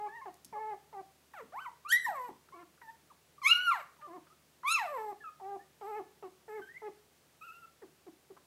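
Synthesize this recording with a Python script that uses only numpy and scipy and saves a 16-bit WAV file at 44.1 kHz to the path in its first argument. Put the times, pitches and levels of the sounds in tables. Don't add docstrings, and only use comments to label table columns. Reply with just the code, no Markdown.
import sys
import numpy as np
from scipy import signal
from scipy.fft import rfft, irfft
from scipy.io import wavfile
from scipy.ndimage import uniform_filter1d

SR = 44100
rng = np.random.default_rng(int(sys.argv[2]) if len(sys.argv) > 2 else 0)


def store_wav(level_fs):
    pcm = np.round(np.clip(np.atleast_2d(level_fs), -1, 1) * 32767)
    wavfile.write(sys.argv[1], SR, pcm.T.astype(np.int16))


N = 373086
TIME = np.arange(N) / SR

# frequency in hertz, relative level in dB.
MOUTH = [(1300, 21.5), (3200, 4.5), (4100, 4), (4700, -6.5), (5400, -6), (5800, -7.5), (6600, -2.5),
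         (7200, -12.5), (7700, -4), (8700, -19.5), (9600, -4.5), (10900, -11), (11500, -1), (12200, -24.5),
         (13000, -14), (15500, -30.5)]


def gain_of(db):
    return 10 ** (np.asarray(db) / 20)


def evened(x):
    return x / np.sqrt(np.mean(x ** 2) + 1e-20)


def read(points, hz):
    f, value = np.transpose(points)
    return np.interp(np.log(hz + 1), np.log(f), value)


def add(mix, s, sound):
    at = round(s * SR)
    sound = sound[max(-at, 0):]
    part = mix[max(at, 0):][:len(sound)]
    part += sound[:len(part)]


def noise(colour, size):
    spectrum = rfft(rng.standard_normal(size))
    hz = np.fft.rfftfreq(size, 1 / SR)
    return evened(irfft(spectrum * colour(hz), size))


def flutter(hz):
    return noise(lambda f: 1 / (1 + (f / hz) ** 4), size=32768)


def controls(curve):
    s, *columns = np.transpose(curve)
    t = np.arange(s[0], s[-1], 1 / SR)
    return [t - s[0]] + [uniform_filter1d(np.interp(t, s, c), size=130) for c in columns]


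def puppies():
    # start in seconds, length in seconds, base pitch in hertz; arch, glide and
    # quaver as shares of pitch; base levels of fundamental, second and joint higher harmonics in dB;
    # swell from start to end in dB, peak of the opening knock in dB, nasality in dB.
    whimpers = [ (-.06, 0.15, 416.3, -0.026, 0.024, 0.007, -52.5, -43, -58, 7.5, -58, 3),
                (0.254, 0.05, 375.7, -0.071, -0.071, 0, -52, -42.5, -55, -3, -46, 3),
                (0.525, .229, 435.4, .06, 0, 0.0099, -51.5, -41.5, -57.5, 3.5, -47, 8.5),
                (0.926, .094, 393, -0.052, -0.045, 0.0056, -55.5, -45, -59.5, 7, -52, 6),
                (2.534, .108, 348, -0.011, 0.058, 0.019, -56.5, -61, -58.5, 2, -70, -5),
                (4.069, 0.12, 352.2, 0.02, 0.093, 0.043, -53, -56, -55.5, 6.5, -66, 6),
                (5.407, .168, 398, 0.0363, 0.095, 0.011, -51.5, -43, -60.5, 11.5, -72, 2),
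                (5.809, 0.21, 426.4, 0.085, .04, 0.038, -47.5, -44.5, -54, 6, -50, 0),
                (6.224, 0.061, 375, -0.042, 0.013, 0.0043, -47.5, -52.5, -55.5, -5.5, -46, -4),
                (6.478, .134, 432.4, 0.0726, 0.0048, 0.012, -46.5, -51.5, -55.5, 4, -50, 9),
                (6.817, 0.079, 426.5, .06, 0.045, 0, -45.5, -48.5, -57, 6, -50, 0.5),
                (7.816, 0.037, 399, -0.023, -.2, 0.013, -51, -58, -60.5, 3, -68, 12),
                (8.064, .036, 360, -0.047, -0.044, 0.0017, -50, -58.5, -65, 3.5, -72, 6),
                (8.3, .028, 383, -0.03, -0.0096, 0, -50, -62, -68, -3, -68, 15), ]
    # time in seconds, pitch in hertz,
    # base levels of fundamental, second and joint higher harmonics in dB.
    squeals = [
        [(1.336, 1005, -54, -50, -78), (1.347, 825, -53, -61.5, -68), (1.38, 674, -58, -49.5, -57.5),
         (1.415, 467, -49.5, -54, -58), (1.435, 430, -53, -81, -85)],
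        [(1.522, 552, -59.5, -56, -63), (1.55, 807, -44, -61.5, -74), (1.592, 1176, -41.5, -54, -75.5),
         (1.606, 1487, -53.5, -61.5, -80), (1.625, 1540, -45.5, -59, -71), (1.642, 1526, -51, -69.5, -76),
         (1.666, 998, -41.5, -50.5, -78), (1.692, 914, -44.5, -76, -78.5)],
        [(1.848, 1096, -47.5, -76, -81), (1.87, 1240, -43.5, -57, -82), (1.88, 1340, -53, -57.5, -75.5),
         (1.89, 1400, -45, -56.5, -49), (1.919, 1622, -34, -32.5, -40.5), (1.927, 1897, -22, -47, -33),
         (1.96, 1891, -24, -44, -47.5), (1.976, 2030, -30.5, -57, -60), (2.005, 1986, -56, -55.5, -59),
         (2.037, 1930, -51, -63, -58), (2.054, 1842, -32, -62, -53), (2.068, 1780, -34, -71, -56.5)],
        [(2.062, 1059, -39.5, -47, -60), (2.09, 851, -33, -46, -62), (2.12, 690.5, -41, -56, -68),
         (2.16, 558, -57, -42, -56), (2.2, 505.6, -52.5, -39.5, -58), (2.275, 483.3, -57, -50, -62.5),
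         (2.298, 394, -56, -42, -62)],
        [(3.416, 1212, -43.5, -58, -76), (3.432, 1042, -43.5, -54, -55.5), (3.45, 1034, -43, -33.5, -44),
         (3.468, 1168, -32.5, -20, -40.5), (3.484, 1281, -41, -33, -36), (3.505, 1349, -30, -29, -33.5),
         (3.518, 1422, -40.5, -16, -46.5), (3.533, 1428, -31, -21.5, -50.5), (3.543, 1450, -43, -40, -56.5),
         (3.57, 1416, -31.5, -32, -51.5), (3.605, 1476, -38, -46.5, -63), (3.66, 1451, -36.5, -39, -54.5),
         (3.683, 1392, -24, -39, -51), (3.702, 1359, -31, -45.5, -56.5), (3.72, 1157, -27.5, -40.5, -55),
         (3.765, 795, -45, -43.5, -58.5), (3.82, 519.6, -61, -56, -51)],
        [(4.634, 958, -46.5, -65.5, -81), (4.645, 1007, -43, -58, -70), (4.654, 1048, -33.5, -50.5, -63),
         (4.681, 1172, -34.5, -31.5, -42.5), (4.728, 1375, -34, -35.5, -33.5), (4.757, 1310, -42, -26, -45.5),
         (4.777, 1150, -31, -42.5, -54), (4.793, 988, -39.5, -38, -49), (4.815, 891, -35.5, -43, -56),
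         (4.835, 762, -38.5, -48.5, -52), (4.866, 661, -40.5, -56, -50.5), (4.88, 591, -53, -43, -57),
         (4.912, 598.5, -45, -47.5, -57.5), (4.968, 498, -44.5, -39.5, -57), (4.988, 439.3, -47.5, -41, -50),
         (5.06, 426.3, -48, -43.5, -62.5), (5.118, 405.6, -48.5, -44.5, -58), (5.134, 349, -51, -54, -55)],
    ]
    grunt = [(2.286, 208, -55, -67, -66), (2.302, 408, -50, -74, -60), (2.319, 180, -54.5, -51, -68)]
    # time in seconds, pitch in hertz,
    # base levels of fundamental and second harmonic in dB.
    whines = [
        [(.085, 846, -51, -53), (.11, 857, -56, -57), (.168, 959, -51, -50), (.198, 892, -59, -58),
         (.218, 850, -56, -61)],
        [(7.41, 1304, -60, -66), (7.423, 1252, -50, -53.5), (7.465, 1460, -58.5, -70), (7.483, 1293, -50, -54),
         (7.505, 1307, -54, -55), (7.525, 1430, -55, -73), (7.555, 1360, -64, -59.5), (7.61, 1411, -63, -82),
         (7.64, 1326, -55, -64), (7.66, 1340, -51.5, -77)],
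    ]
    # start in seconds, length in seconds, base pitch at the start, middle and end
    # in hertz, base levels of fundamental and second harmonic in dB.
    squeaks = [ (0.062, 0.026, 1040, 1140, 1100, -53, -67), (0.212, .038, 1090, 1060, 1030, -51, -65.5),
               (0.551, .05, 602, 555, 467, -58, -53.5), (2.522, 0.088, 1016, 1145, 1002, -54, -68),
               (2.813, 0.099, 1005, 888, 937, -56, -61), (3.099, .027, 1330, 1117, 750, -51.5, -84),
               (3.379, 0.015, 1137, 1168, 1122, -59, -87), (3.985, 0.029, 967, 945, 810, -61, -82),
               (4.019, 0.053, 588, 602, 577, -67.5, -54), (4.298, 0.036, 1230, 1243, 1370, -55, -87),
               (5.203, 0.06, 1804, 1670, 1580, -59.5, -88), (5.236, .062, 1390, 1278, 1247, -45.5, -64.5),
               (5.589, 0.055, 1713, 1797, 1892, -63, -89), (6.616, 0.082, 1538, 1560, 1645, -58.5, -77),
               (6.686, 0.04, 1740, 1846, 1900, -52, -89), (6.74, 0.0435, 1970, 2010, 2235, -48.5, -88), ]
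    out = np.zeros(N)
    for start, *row in whimpers:
        add(out, start, whimper(*row))
    for curve in squeals + [grunt]:
        add(out, curve[0][0], squeal(curve))
    for curve in whines:
        add(out, curve[0][0], thin_voice(*controls(curve)))
    for start, *row in squeaks:
        add(out, start, squeak(*row))
    return out


def whimper(length, pitch_hz, arch, glide, quaver, first_db, second_db, upper_db, swell_db, pop_db, nasality_db):
    catch, catch_s = 0.2725, 0.0078
    sag, sag_s = 0.22, 0.0094
    quaver_hz = 12.0
    attack_db, attack_s, release_db, release_s = -8, 0.0088, -18.5, 0.0058
    closing_s, closing_db = 0.016, (6.5, -9, -1)
    t = np.arange(0, length, 1 / SR)
    along, left = t / length - .5, length - t
    hz = pitch_hz * (1 - arch * (2 * along) ** 2 + glide * along + quaver * np.cos(2 * np.pi * quaver_hz * t))
    hz *= 1 + catch * np.exp(-t / catch_s)
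    hz *= 1 - sag * np.exp(-left / sag_s)
    effort_db = attack_db * np.exp(-t / attack_s) + swell_db * along + release_db * np.exp(-left / release_s)
    closing = np.exp(-left / closing_s)
    base_levels_db = (first_db, second_db, upper_db)
    levels_db = [db + effort_db + shut_db * closing for db, shut_db in zip(base_levels_db, closing_db)]
    voice = call(t, hz, levels_db, nasality_db, jitter=0.0015, jitter_hz=121, shimmer=0.021,
                 rasp=0.0089, rasp_hz=204, strain=11.2, patchy_db=3.5)
    add(voice, .002, glottal_pop(pop_db, hz=740, decay=.0011))
    return voice


def glottal_pop(db, hz, decay):
    t = np.arange(1024) / SR
    envelope = t / decay * np.exp(1 - t / decay)
    return gain_of(db) * np.sin(2 * np.pi * hz * t) * envelope


def squeal(curve):
    rasp_db, rising_rasp_db = -17, 5
    t, hz, *levels_db = controls(curve)
    voice = call(t, hz, levels_db, nasality_db=7, jitter=.003, jitter_hz=110, shimmer=.1,
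                 rasp=0.011, rasp_hz=374, strain=3.2, patchy_db=3.5)
    rising = np.clip(np.gradient(np.log(hz)) * SR / 4, 0, 1)
    wide_open = np.clip(hz / 1000 - .4, 0, 1)
    air = noise(lambda f: gain_of(read(MOUTH, f)) / (1 + (3500 / (f + 1)) ** 6), size=32768)[:len(t)]
    air_gain = gain_of(levels_db[2] + rasp_db + rising_rasp_db * rising)
    return voice + air * wide_open * air_gain


def squeak(length, start_hz, middle_hz, end_hz, first_db, second_db):
    edge_db, edge_s = -5.5, 0.008
    quaver, quaver_hz, throb_db = 0.0027, 14, 4.5
    t = np.arange(0, length, 1 / SR)
    bend = np.polyfit([0, .5, 1], [start_hz, middle_hz, end_hz], 2)
    hz = np.polyval(bend, t / length)
    hz *= 1 + quaver * flutter(quaver_hz)[:len(t)]
    edges = np.exp(-np.minimum(t, length - t) / edge_s)
    effort_db = edge_db * edges + throb_db * flutter(quaver_hz)[:len(t)]
    return thin_voice(t, hz, first_db + effort_db, second_db + effort_db)


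def thin_voice(t, hz, first_db, second_db):
    levels_db = [first_db, second_db, second_db - 22]
    return call(t, hz, levels_db, nasality_db=0, jitter=.005, jitter_hz=90, shimmer=.1,
                rasp=.045, rasp_hz=150, strain=1.3, patchy_db=3)


def call(t, hz, levels_db, nasality_db, jitter, jitter_hz, shimmer, rasp, rasp_hz, strain, patchy_db):
    first_db, second_db, upper_db = levels_db
    slide = np.minimum(abs(np.gradient(np.log(hz))) * SR / 8, 1)
    unrest = 1 + strain * slide
    hz = hz * (1 + jitter * unrest * flutter(jitter_hz)[:len(t)])
    phase = 2 * np.pi * np.cumsum(hz) / SR
    k = np.arange(1, 17)[:, None]
    patches = np.array([flutter(35)[:len(t)] for _ in k[2:]])
    upper_hz = k[2:] * hz
    upper = gain_of(throat_db(upper_hz, hz, nasality_db) + patchy_db * patches)
    upper *= upper_hz < SR / 2
    upper *= gain_of(upper_db) / np.sqrt((upper ** 2).sum(0))
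    heights = np.vstack([gain_of(first_db), gain_of(second_db), upper])
    skirts = np.array([flutter(rasp_hz)[:len(t)] + 1j * flutter(rasp_hz)[:len(t)] for _ in k])
    spread = np.minimum(rasp * k * unrest, .7)
    rough = (1 + spread * skirts) / np.sqrt(1 + 2 * spread ** 2)
    lag = 2 * np.pi * rng.random(k.shape)
    stack = heights * np.exp(1j * (k * phase + lag)) * rough
    gate = np.clip(np.minimum(t - t[0], t[-1] - t) / .004, 0, 1)
    return np.sqrt(2) * stack.real.sum(0) * gate * (1 + shimmer * flutter(jitter_hz)[:len(t)])


def throat_db(hz, pitch_hz, nasality_db):
    # frequency in hertz, relative level in dB.
    nose = [(900, 15), (1250, 3), (1450, -9), (1750, -5.5), (1900, -12), (2150, -7.5), (2350, -18),
            (2600, -15.5), (3000, -22), (3500, -30), (6000, -44)]
    notch_hz, notch_width_hz = 1310, 150
    opening = np.clip(np.log(pitch_hz / 440) / 0.91, 0, 1)
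    notch = np.exp(-((hz - notch_hz) / notch_width_hz) ** 2)
    muffle = 0.98 * np.clip((hz - 2200) / 400, 0, 1)
    shut_db = read(nose, hz) - nasality_db * muffle
    return (1 - opening) * shut_db + opening * read(MOUTH, hz) - nasality_db * notch


def nose_air():
    # start in seconds, length in seconds, mid-way level in dB before a 6.5 dB cut.
    breaths = [(1.335, 0.1, -69), (1.553, .135, -66.5), (2.05, 0.043, -49), (2.09, 0.21, -59.5),
               (2.815, 0.14, -70), (3.68, 0.16, -58.5), (4.771, .35, -60), (5.829, .18, -65.5),
               (6.485, 0.21, -67.5), (7.41, 0.25, -67)]
    # frequency in hertz, relative level in dB.
    air_colour = [(2500, -15), (4000, -8.5), (6000, -9.5), (6900, -13), (7800, 0.5), (9200, -14.5),
                  (10600, -8), (11700, -1.5), (13300, 1), (14500, -7), (16000, -17.5)]
    fade_db = -6
    level = np.zeros(N)
    for start, length, db in breaths:
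        ramp = np.linspace(-.5, .5, round(length * SR))
        add(level, start, gain_of(db + fade_db * ramp))
    level = uniform_filter1d(level, size=1000)
    sputter_db = 2.0 * noise(lambda f: 1 / (1 + (f / 70) ** 2), size=N)
    hiss = noise(lambda f: gain_of(read(air_colour, f)), size=N)
    return gain_of(sputter_db - 6.5) * level * hiss


def crawling():
    # time in seconds, peak in dB.
    ticks = [(0.3427, -44), (0.3702, -55), (0.4235, -62), (0.4473, -34), (0.4484, -40), (0.451, -39),
             (0.4526, -38), (0.4545, -51)]
    # start in seconds, peak in dB,
    # centre frequency in hertz, decay constant in seconds.
    bumps = [(0.46, -56, 224, 0.0022), (0.49, -59, 198, 0.0027), (0.52, -56, 229, 0.0049),
             (1.335, -48, 1215, 0.0025), (1.421, -57, 235, 0.027), (2.08, -60, 200, 0.014),
             (2.486, -52.5, 1200, 0.0016), (2.813, -47.5, 1210, 0.0035), (4.63, -41, 1180, .003),
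             (5.398, -46, 844, 0.0046), (2.776, -59, 1210, 0.0032), (3.031, -60, 255, 0.0044),
             (3.966, -56, 1280, 0.0021), (4.012, -49, 1336, 0.0047), (4.268, -55, 1300, 0.0033),
             (8.366, -49.5, 1000, 0.0046)]
    out, t = np.zeros(N), np.arange(4096) / SR
    bright = signal.butter(2, [4500, 13000], "bandpass", fs=SR, output="sos")
    for s, db in ticks:
        fizz = 0.086 * rng.standard_normal(len(t)) * np.exp(-t / .003)
        crack = signal.sosfilt(bright, signal.unit_impulse(len(t)) + fizz)
        add(out, s, gain_of(db) * crack / abs(crack).max())
    for s, db, hz, decay in bumps:
        body = noise(lambda f: 1 / (1 + (2.0 * (f / hz - hz / (f + 1))) ** 2), size=len(t))
        puff = body * t * np.exp(-t / decay)
        add(out, s, gain_of(db) * puff / abs(puff).max())
    return out


def room(x, tail_db):
    # frequency in hertz, time to fall 60 dB in seconds.
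    room_t60 = [(200, 0.48), (800, 0.32), (2000, 0.44), (5000, 0.27), (14000, 0.073)]
    # frequency in hertz, relative level in dB.
    room_colour = [(200, 1), (1200, 2), (2500, -1), (5000, 8.5), (14000, 1.5)]
    # delay in seconds, level against the direct sound in dB.
    reflections = [(.0017, -28), (.0041, -38), (.0068, -21), (0.0102, -27), (0.0156, -21)]
    taps = rng.standard_normal(SR) * (rng.random(SR) < .1)
    hz, t, z = signal.stft(taps, SR, nperseg=256)
    fade = gain_of(-60 * t / read(room_t60, hz)[:, None])
    colour = gain_of(read(room_colour, hz))[:, None]
    tail = signal.istft(z * fade * colour, SR, nperseg=256)[1]
    tail *= np.clip(np.arange(len(tail)) / SR / 0.01161, 0, 1)
    response = gain_of(tail_db) * tail / np.linalg.norm(tail)
    for delay, db in reflections:
        add(response, delay, gain_of([db]))
    return signal.fftconvolve(x, response)[:N]


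def background():
    # frequency in hertz, relative level in dB per hertz.
    floor = [(30, -22.5), (55, -18), (100, -5.5), (150, 0), (250, -3), (400, -2), (630, -4.5), (1000, -8),
             (2000, -10), (4000, -12), (8000, -14.5), (15800, -18)]
    # frequency in hertz, rms level at time zero in dB.
    partials = [(75.4, -80.5), (150.7, -79.5), (183, -91.5)]
    floor_db, hum_fade_db_per_s = -67.5, 0.46
    hiss = noise(lambda f: gain_of(read(floor, f)), size=N) * gain_of(floor_db)
    drift = 0.00055 * noise(lambda f: 1 / (1 + (f / 3) ** 4), size=N)
    hum = np.zeros(N)
    for hz, db in partials:
        hum += gain_of(db) * np.sqrt(2) * np.sin(2 * np.pi * (hz * (TIME + drift) + rng.random()))
    return hiss + hum * gain_of(-hum_fade_db_per_s * TIME)


def scene():
    litter = gain_of(0.53) * puppies() + nose_air() + crawling()
    return (litter + room(litter, tail_db=-11.5) + background())[None]


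def record(dry):
    band_limit = signal.firwin(511, 15800, window=("kaiser", 9), fs=SR)
    return signal.oaconvolve(dry, band_limit[None], "same")


dry = scene()
out = record(dry)
store_wav(out)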